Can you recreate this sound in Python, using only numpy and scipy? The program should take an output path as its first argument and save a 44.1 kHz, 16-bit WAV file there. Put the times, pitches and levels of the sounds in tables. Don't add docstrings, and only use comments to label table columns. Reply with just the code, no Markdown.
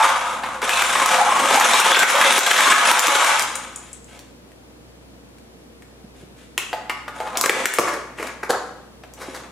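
import sys
import numpy as np
from scipy import signal
from scipy.fft import rfft, irfft, next_fast_len
from scipy.io import wavfile
from scipy.ndimage import uniform_filter1d, minimum_filter1d

SR = 44100
rng = np.random.default_rng(int(sys.argv[2]) if len(sys.argv) > 2 else 0)


def int16_out(signal):
    q = np.round(np.clip(np.atleast_2d(signal).T, -1, 1) * 32767)
    wavfile.write(sys.argv[1], SR, q.astype(np.int16))


N = 419391
TIME = np.arange(N) / SR

# (time [s], level [dB], hardness [0 flat wall to 1 rim], relative floor thud [dB],
# wall frequency [Hz])
IMPACTS = [(0.0472, -13.5, 0.055, -15.5, 1150), (0.4349, -23, 0.25, -32, 940),
           (0.618, -25.5, 0.44, -17, 1220), (0.6272, -21, 0.12, -5, 1050), (0.6936, -17.5, 0.46, -17, 2410),
           (0.8207, -15.5, 0.43, -16, 1470), (0.954, -16, .15, -19, 1160), (1.0598, -18.5, 0.55, -17, 1200),
           (1.457, -20, 0.36, -17, 1180), (1.509, -15, 0.22, -8, 1020), (1.5605, -23, 0.69, -10, 834),
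           (1.599, -13, 0.55, -13, 1170), (1.61, -7.5, 0.35, -18, 1660), (1.741, -14, 0.41, -13, 1090),
           (1.801, -14, 0.58, -10, 1506), (1.858, -11, 0.37, -12.5, 1040), (1.9176, -6.5, 0.35, -10, 1410),
           (1.946, -5, 0.25, -26, 3520), (1.969, -6, 0.33, -10.5, 1490), (1.992, -15, 0.69, -22, 2000),
           (2.0306, 0, 0.34, -14, 1820), (2.101, -10, 0.48, -27, 1720), (2.213, -4, 0.4, -23, 1600),
           (2.24, -11, 0.28, -23, 1900), (2.3245, -8.5, 0.57, -11, 1870), (2.38, -4.5, 0.47, -8, 1020),
           (2.391, -12, 0.74, -13, 1490), (2.408, -7, 0.43, -23, 1480), (2.464, -10, 0.5, -24, 2050),
           (2.513, -1, 0.44, -16, 1690), (2.564, -9, .42, -21, 1790), (2.5873, -4.5, 0.24, -16, 1360),
           (2.606, -3, 0.41, -20, 1500), (2.676, -9, 0.31, -9, 1450), (2.722, 1.5, 0.28, -17.5, 1600),
           (2.8261, -13, 0.16, -38, 1110), (2.9144, 1, 0.46, -17, 1150), (2.9938, -19.5, 0.94, -24, 1230),
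           (3.002, -13, .42, -20, 1500), (3.0698, -15, 0.74, -17, 3270), (3.081, -4, 0.36, -9.5, 1150),
           (3.154, -11.5, 0.44, -8.5, 1142), (3.246, -15.5, 0.53, -31, 1210), (3.395, -24.5, 0.7, -25, 830),
           (3.423, -32.5, 0.8, -13, 1160), (3.5555, -34.5, 0.6, -24, 1490),
           (4.1916, -47.5, 0.69, -17, 3620), (4.5174, -55, 0.54, -6, 1730), (5.384, -56.5, 0.58, -8, 2390),
           (5.822, -49.5, 0.52, -9, 1960), (6.5781, -18.5, 0.53, -14, 2800), (6.73, -22, 0.27, -17, 616),
           (6.8959, -21, 0.35, -14, 2270), (7.0799, -28, 0.29, -9, 1290), (7.2022, -30, 0.37, -8, 740),
           (7.273, -30.5, 0.3, -16, 1100), (7.3538, -23, 0.084, -23, 796), (7.3721, -29, 0.81, -4, 3150),
           (7.412, -21.5, 0.74, -10, 1110), (7.4387, -15, 0.4, -7, 1400), (7.4594, -16.5, 0.56, -4, 1600),
           (7.4642, -29, 0.56, -19, 1950), (7.4952, -10.5, 0.43, -4, 1840), (7.6563, -9, 0.52, -11, 1740),
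           (7.738, -24, 0.7, -17, 2060), (7.7855, -9.5, 0.42, -0.5, 1070), (7.7958, -28.5, 0.74, 13, 1240),
           (9.036, -39, 0.31, -28, 754), (9.1373, -54.5, 0.86, 1, 820)]
# (time [s], frequency [Hz], level [dB], drag duration [s])
RINGS = [(0.0, 889, -11.5, 0), (0.701, 2580, -27, 0.084), (1.0, 1064, -20.5, 0.02),
         (1.14, 718, -18.5, 0.046), (1.185, 829, -15.5, 0.025), (1.29, 1118, -18, 0.031),
         (1.55, 816, -14.5, 0.034), (1.816, 2654, -12, .002), (1.925, 3450, -10, 0.0054),
         (2.0, 1508, -10.5, 0.015), (2.14, 548, -13.5, 0.013), (2.16, 1222, -12, .02),
         (2.214, 3330, -17, 0.0094), (2.245, 537, -8, 0.0014), (2.25, 3450, -17, 0.017),
         (2.465, 2080, -8, 0), (2.503, 3110, -11.5, 0.015), (2.611, 1101, -11, 0.093),
         (2.7, 7920, -13, 0.0017), (2.721, 2420, -9, 0), (2.724, 1240, -9.5, 0.021), (3.084, 559, -19, .02)]
# (time [s], level [dB])
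RIM_TOUCHES = [(3.554, -18), (3.759, -22), (3.930, -28), (4.043, -40)]
# (frequency [Hz], level [dB])
RIM_RESONANCES = [(6700, -2), (7140, 2), (7810, -2), (8780, -1), (9300, -10)]
# (time [s], level [dB], relative floor rumble [dB], relative brightness [dB])
PUSH_ENVELOPES = [
    [(0, -11, -53, -9.5), (0.05, -12, -18.5, -7), (0.13, -21, -24, -9.5), (0.3, -23, -15, -9),
     (0.41, -31.5, -4, -9), (0.47, -24, -13, -11), (0.58, -34.5, -4, -8)],
    [(0.63, -22.5, -7, -2.5), (0.69, -20, -25, -6), (0.73, -18.5, -12, 0.5), (0.81, -20, -25, -1.5),
     (0.98, -20.5, -9.5, -1.5), (1.12, -12.5, -14, -3.5), (1.25, -16.5, -16, -8.5), (1.45, -18.5, -6.5, -3),
     (1.6, -13.5, -8, -0.5), (1.78, -11, -17, -0.5), (1.88, -13, -10, -2), (2.03, -12, -8, -0.5)],
    [(2.08, -14.5, -13, 2.5), (2.18, -8.5, -17, -6), (2.34, -10.5, -6.5, 2.5), (2.48, -8.5, -12.5, 1.5),
     (2.73, -8, -13, 1), (2.88, -9.5, -15, -2), (2.97, -6, -16, -2), (3.15, -7, -23.5, -3),
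     (3.35, -24.5, -21.5, 1), (3.46, -31.5, -8, -3), (3.75, -44.5, -16, -4), (3.95, -63.5, -14, 13)],
]
JOSTLES_AND_SWISHES = [
    [(4.09, -52.5, -5, 4), (4.17, -49, 2, 2), (4.23, -62, -7, -6)],
    [(6.16, -63, 0, 8), (6.22, -59, 0, 6.6)],
    [(6.38, -60.5, 0, 10.6), (6.45, -61, 0, 8)],
    [(7.16, -37.5, -4, -3.5), (7.412, -32, -2, -13), (7.544, -27, 0, -4), (7.792, -38, -14, 3),
     (7.93, -36, -7, -15)],
    [(8.18, -40.5, 0.5, 0.5), (8.264, -40.5, 8, 0), (8.33, -47, -4, -7)],
    [(9.18, -46.5, 3, -1), (9.296, -43, 3.5, 1.5), (9.5, -53, 3.4, -14)],
]
# (frequency [Hz], level [dB], t60 [s])
CAN_RESONANCES = [(251.6, -3.5, 0.044), (354, -12.5, 0.1), (418, -10.5, 0.073), (522.6, -2.5, 0.17),
                  (694, -4, 0.93), (850, 1, 0.52), (958, 5.5, 0.068), (1068, 6, 0.088), (1153, 0, 0.39),
                  (1263, 9.5, 0.06), (1472, 3, 0.11), (1644, -1, 0.11), (1946, -14, 0.17),
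                  (2235, -6, 0.083), (2730, -7.5, 0.42), (3500, -3, 0.056), (5955, -8.5, 0.029),
                  (7190, -13, 0.012), (7670, -18, 0.019), (8120, -12, 0.037), (9120, -6, 0.084),
                  (9900, -41, 0.03)]
# (frequency [Hz], gain [dB])
CRACK_SPECTRUM = [(71, -56), (120, -52), (243, -13), (304, -22), (437, -9), (524, 5.5), (629, -0.5),
                  (802, 5), (1230, 6.5), (1800, -3.5), (3500, -9.5), (4840, -17.5), (6960, -15),
                  (9240, -19), (15000, -16.5)]
# (time [s], level [dB], favoured frequency [Hz], t60 of the rocking [s])
ROCKINGS = [(6.578, -40, 1500, 0.018), (6.73, -28.5, 595, .04), (6.896, -27, 1500, .03),
            (7.08, -34.5, 1200, .05), (7.163, -39, 1100, .1), (7.203, -25.5, 780, 0.051),
            (7.235, -34, 850, .1), (7.268, -33, 900, 0.12)]
# (frequency [Hz], level [dB], t60 [s])
LONE_CAN_RESONANCES = [(503, 2, 0.18), (650, 3, 0.088), (755, 2.5, .18), (860, 7.5, 0.15), (965, -1, 0.044),
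                       (1145, -4, .2), (1247, 2.5, 0.19), (1405, -3, .25), (2150, 0, .2), (2730, -6, .1),
                       (5200, 12, .4)]
# (time [s], level [dB], rise [s], t60 [s], wall frequency [Hz],
# relative hollow body [dB], relative crackle [dB])
BITES = [(7.872, -21.5, .008, 0.12, 1400, -9, -8.5), (7.922, -24.5, 0.017, .09, 1300, -1.5, -9.5),
         (8.18, -33, .008, 0.086, 1700, -6, -9), (8.196, -25, .003, 0.075, 1500, 3.5, -10),
         (8.224, -24, .004, 0.046, 1640, -5.5, -7), (8.266, -33, .004, 0.048, 1700, -10, 1),
         (8.282, -33.5, 0.0066, 0.12, 1400, -8, -23), (8.429, -20, .001, 0.084, 1250, -7, -13),
         (8.492, -14, 0.014, 0.045, 1050, 1.5, -7), (8.528, -20, 0.0054, 0.14, 930, -7, -29),
         (9.18, -36.5, 0.044, 0.14, 1420, -3.5, -4), (9.343, -32.5, 0.0053, 0.13, 1390, -10, -2),
         (9.435, -39, .003, 0.074, 1590, -12, -12)]
# (time [s], level [dB], thump frequency [Hz])
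PAW_FALLS = [(6.04, -49, 231), (6.226, -48.5, 230), (7.787, -37.5, 190), (8.497, -42.5, 220),
             (9.279, -41, 390)]
# (frequency [Hz], t60 [s], gain on the direct sound [dB])
REVERB_BANDS = [(150, 0.97, -5), (466, 0.71, -5.5), (990, 0.74, -0.5), (2620, 0.71, -3.5),
                (6700, 0.58, -1.5), (15700, 0.13, -1.5)]
# (frequency [Hz], side gain [dB])
DIFFUSE_WIDTH = [(100, -8), (500, -3), (1000, -2.5), (2000, 3.5), (4000, 4.5), (8000, 3.5), (12000, 13)]
# (frequency [Hz], gain [dB])
AIR_SPECTRUM = [(53, -47), (90, -6.5), (114, -9.5), (214, -1), (276, -1), (439, -8), (467, -1.5), (508, -8),
                (683, -11), (809, -14.5), (1880, -23), (4670, -28), (14000, -36.5)]
# (frequency [Hz], rms level [dB])
HUM_PARTIALS = [(60, -54), (120, -59)]
# (frequency [Hz], left minus right [dB])
STEREO_BALANCE = [(250, -0.3), (1000, 0.6), (2000, 2), (4500, 0), (8000, 4.5), (12000, 1.3)]


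def knock(thud_db, clank_db, tick_db, hz, t60, snap=3.4, soft_s=0.13, rim_hz=7700):
    t = np.arange(SR // 10) / SR
    force = rng.standard_normal(len(t)) * fade(t, t60)
    force[0] += snap * np.exp(-(t60 / soft_s) ** 2)
    thud = unit(band(force, 349, 564))
    wall = unit(resonate(band(force, 535, 2650), hz, q=3))
    clank = unit(wall + undb(-3) * unit(band(force, 820, 2780)))
    rim = unit(resonate(band(force, 4000, 12000), rim_hz, q=3))
    tick = unit(unit(band(force, 4700, 15500, order=3)) + undb(-4) * rim)
    return (undb(thud_db) * thud + undb(clank_db) * clank + undb(tick_db) * tick) / np.sqrt(10)


def impact(db, hardness, thud_db, hz, rebound_s=0.0075, rebound_db=-8):
    flat_t60, rim_t60 = 0.2, 0.011
    flat_tick_db, rim_tick_db = -29.5, 16.5
    t60 = rim_t60 + (flat_t60 - rim_t60) * (1 - hardness) ** 4
    tick_db = flat_tick_db + (rim_tick_db - flat_tick_db) * hardness
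    first, second = (knock(db + thud_db, db, db + tick_db, hz, t60) for _ in range(2))
    delayed = np.r_[np.zeros(int(rebound_s * SR)), second][:len(first)]
    return first + hardness * undb(rebound_db) * delayed


def ringing(hz, drag_s, roughness=1.2, waver=0.044, onset_s=0.004):
    t = np.arange(SR // 2) / SR
    rocking = lowpass(rng.standard_normal((2, len(t))), np.clip(waver * hz, 5, 2000))
    phase = 2 * np.pi * hz * t
    sidebands = unit(rocking[0] * np.sin(phase) + rocking[1] * np.cos(phase))
    tone = unit(np.sin(phase) + roughness * sidebands)
    contact = np.sin(np.pi / 2 * np.minimum(t / onset_s, 1)) ** 2
    t60 = 0.15 * (1000 / hz) ** 0.16
    return tone * contact * fade(np.maximum(t - drag_s, 0), t60)


def rim_tap(t60=0.024, rise_s=0.00048, detune=0.025, scuff_db=-2):
    t = np.arange(SR // 5) / SR
    ring = 0
    for hz, db in RIM_RESONANCES:
        detuned = hz * (1 + detune * rng.standard_normal())
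        ring += undb(db) * np.sin(2 * np.pi * (detuned * t + rng.random()))
    scuff = unit(band(rng.standard_normal(len(t)), 6300, 9800))
    return unit(unit(ring) + undb(scuff_db) * scuff) * fade(t, t60) * (1 - np.exp(-t / rise_s))


def can_response(dent=0.02183, crack_db=-1, crack_t60=0.11):
    t = np.arange(SR // 4) / SR
    push, ring = signal.unit_impulse(len(t)), 0
    for hz, db, t60 in CAN_RESONANCES:
        shift, weight = rng.standard_normal(2)
        detuned = hz * (1 + dent * min(hz / 1000, 6) * shift)
        ring += undb(db) * np.tanh(weight) * mode(push, detuned, t60) / np.sqrt(t60)
    crack = colour(rng.standard_normal(len(t)) * fade(t, crack_t60), CRACK_SPECTRUM)
    return unit(ring) + undb(crack_db) * unit(crack)


def collisions(cans=130, hits_per_can=7, spread_db=4, restitution=0.6):
    out = np.zeros(N)
    for _ in range(cans):
        response = can_response()
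        for moment, softness, height in rng.random((hits_per_can, 3)):
            s = moment * N / SR
            strength = undb(-spread_db * np.log(softness + 0.19))
            gap_s = 0.012 + 0.05 * height
            for bounce in range(3):
                add(out, strength * restitution ** bounce * response, s)
                s += gap_s * restitution ** bounce
    return out


def heap(mid_trim_db=-4, low_trim_db=-4, high_trim_db=-3):
    clatter = np.roll(collisions(), N // 2)
    low = band(clatter, 153, 714, order=4)
    mid = band(clatter, 557, 2050, order=4)
    high = band(clatter, 2000, 10600, order=3)
    out = np.zeros(N)
    for envelope in [*PUSH_ENVELOPES, *JOSTLES_AND_SWISHES]:
        s, db, rumble_db, bright_db = np.transpose(envelope)
        out += follow_level(mid, s, db + mid_trim_db)
        out += follow_level(low, s, db + rumble_db + low_trim_db)
        out += follow_level(high, s, db + bright_db + high_trim_db)
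    return out


def rocking_can(centre_hz, rock_t60, width_octaves=0.64, gap_s=0.009, taps=14):
    t = np.arange(SR // 2) / SR
    push, ring = signal.unit_impulse(len(t)), 0
    gaps, sizes = rng.random((taps, 2)).T
    at = np.minimum(np.cumsum(gap_s * (0.5 + gaps)) * SR, len(t) - 1).astype(int)
    push[at] += sizes * fade(t[at], rock_t60)
    for hz, db, t60 in LONE_CAN_RESONANCES:
        coupling = np.exp(-0.5 * (np.log2(hz / centre_hz) / width_octaves) ** 2)
        ring += undb(db) * coupling * mode(push, hz, t60)
    ring = band(ring, 400, 9000)
    return ring / np.std(ring[:SR // 50])


def crunch(rise_s, t60, hz, hollow_db, crackle_db, creases_per_s=3500, band_ratio=1.67):
    t = np.arange(SR // 4) / SR
    bite = np.minimum(t / rise_s, 1) * fade(np.maximum(t - rise_s, 0), t60)
    creases = rng.standard_normal(len(t)) * (rng.random(len(t)) < creases_per_s / SR)
    wall = unit(band(creases, hz / band_ratio, hz * band_ratio, order=3))
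    hollow = unit(band(creases, 330, 590, order=3))
    crackle = unit(band(creases, 1900, 6100, order=1))
    return bite * (wall + undb(hollow_db) * hollow + undb(crackle_db) * crackle)


def paw_step(hz, rise_s=0.0036, t60=0.046):
    t = np.arange(SR // 10) / SR
    push = rng.standard_normal(len(t)) * fade(t, t60) * (1 - np.exp(-t / rise_s))
    return unit(band(push, hz * 0.55, hz * 1.37))


def reflections(build_s=0.00077):
    t = np.arange(SR) / SR
    spectrum, hz = rfft(rng.standard_normal(SR)), np.fft.rfftfreq(SR, 1 / SR)
    centres, tail = np.transpose(REVERB_BANDS)[0], 0
    for (_, t60, db), pick in zip(REVERB_BANDS, np.eye(len(REVERB_BANDS))):
        noise = irfft(spectrum * along(hz, np.c_[centres, pick]), SR)
        decay = fade(t, t60) * (1 - np.exp(-t / build_s))
        tail += undb(db) * noise * decay / np.linalg.norm(decay)
    return tail


def room(direct, spots=4, move_hz=2.3, side_db=-8):
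    mid = side = 0
    for spot in range(spots):
        here = direct * np.maximum(0, np.cos(2 * np.pi * (move_hz * TIME - spot / spots)))
        mid += signal.oaconvolve(here, reflections())[:N]
        side += signal.oaconvolve(here, reflections())[:N]
    return mid, undb(side_db) * colour(side, DIFFUSE_WIDTH)


def ventilation(air_db=-48.5, rumble_db=-68):
    mid, side = (undb(air_db) * unit(colour(rng.standard_normal(N), AIR_SPECTRUM)) for _ in range(2))
    rumble = undb(rumble_db) * unit(band(rng.standard_normal(N), 35, 107))
    return mid + rumble, colour(side, DIFFUSE_WIDTH)


def mains_hum(swell_s=1.055, crest_s=5.06, depth=0.17):
    hum = sum(np.sqrt(2) * undb(db) * np.sin(2 * np.pi * hz * TIME) for hz, db in HUM_PARTIALS)
    return hum * (1 + depth * np.cos(2 * np.pi * (TIME - crest_s) / swell_s))


def undb(db):
    return 10 ** (np.asarray(db) / 20)


def unit(x):
    return x / np.sqrt(np.mean(x ** 2) + 1e-20)


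def fade(t, t60):
    return np.exp(-np.log(1000) * t / max(t60, 1e-3))


def add(out, x, s):
    i = int(np.clip(s * SR, 0, N - 1))
    out[i:i + len(x)] += x[:N - i]


def lowpass(x, hz, order=2):
    return signal.sosfilt(signal.butter(order, hz, fs=SR, output="sos"), x)


def band(x, lo_hz, hi_hz, order=2):
    return signal.sosfilt(signal.butter(order, [lo_hz, hi_hz], "band", fs=SR, output="sos"), x)


def resonate(x, hz, q):
    return signal.lfilter(*signal.iirpeak(hz, q, fs=SR), x)


def mode(push, hz, t60):
    turn, keep = 2 * np.pi * hz / SR, fade(1 / SR, t60)
    return signal.lfilter([0, np.sin(turn)], [1, -2 * keep * np.cos(turn), keep ** 2], push)


def along(hz, points):
    f, value = np.transpose(points)
    return np.interp(np.log(hz + 1), np.log(f), value)


def colour(x, points, share=1):
    n = next_fast_len(len(x))
    gain = undb(share * along(np.fft.rfftfreq(n, 1 / SR), points))
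    return irfft(rfft(x, n) * gain, n)[:len(x)]


def follow_level(x, s, db, smooth_s=0.11):
    power = uniform_filter1d(uniform_filter1d(x ** 2, int(smooth_s * SR)), int(smooth_s * SR / 2))
    target = np.interp(TIME, np.r_[s[0] - 0.02, s, s[-1] + 0.04], np.r_[0, undb(db), 0])
    return x * target / np.sqrt(np.abs(power) + 1e-12)


def scene():
    direct = np.zeros(N)
    for s, db, hardness, thud_db, hz in IMPACTS:
        add(direct, impact(db, hardness, thud_db, hz), s)
    for s, hz, db, drag_s in RINGS:
        add(direct, undb(db) * ringing(hz, drag_s), s)
    for s, db in RIM_TOUCHES:
        add(direct, undb(db) * rim_tap(), s)
    direct += heap()
    for s, db, hz, rock_t60 in ROCKINGS:
        add(direct, undb(db) * rocking_can(hz, rock_t60), s)
    for s, db, rise_s, t60, hz, hollow_db, crackle_db in BITES:
        add(direct, undb(db) * crunch(rise_s, t60, hz, hollow_db, crackle_db), s)
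    for s, db, hz in PAW_FALLS:
        add(direct, undb(db) * paw_step(hz), s)
    air_mid, air_side = ventilation()
    room_mid, room_side = room(direct)
    mid, side = direct + room_mid + air_mid + mains_hum(), room_side + air_side
    left = colour(mid + side, STEREO_BALANCE, share=1 / 2)
    right = colour(mid - side, STEREO_BALANCE, share=-1 / 2)
    return np.array([left, right])


def record(dry, rolloff_hz=13500, top_hz=15800):
    threshold_db, ratio, attack_s, recover_db_per_s = -4, 7.8, 0.00089, 58.5
    heard = lowpass(dry, rolloff_hz, order=4)
    peak_db = 20 * np.log10(np.abs(heard).max(axis=0) + 1e-9)
    excess_db = np.maximum(0, peak_db - threshold_db) * (1 - 1 / ratio)
    recovery_db = recover_db_per_s * TIME
    duck_db = np.maximum.accumulate(excess_db + recovery_db) - recovery_db
    keep = np.exp(-1 / (attack_s * SR))
    heard *= undb(-signal.lfilter([1 - keep], [1, -keep], duck_db))
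    hold = int(0.002 * SR)
    ceiling_gain = 1 / np.maximum(1, np.abs(heard).max(axis=0))
    heard *= uniform_filter1d(minimum_filter1d(ceiling_gain, hold), hold)
    return signal.sosfilt(signal.ellip(8, 0.2, 70, top_hz, fs=SR, output="sos"), heard)


dry = scene()
out = record(dry)
int16_out(out)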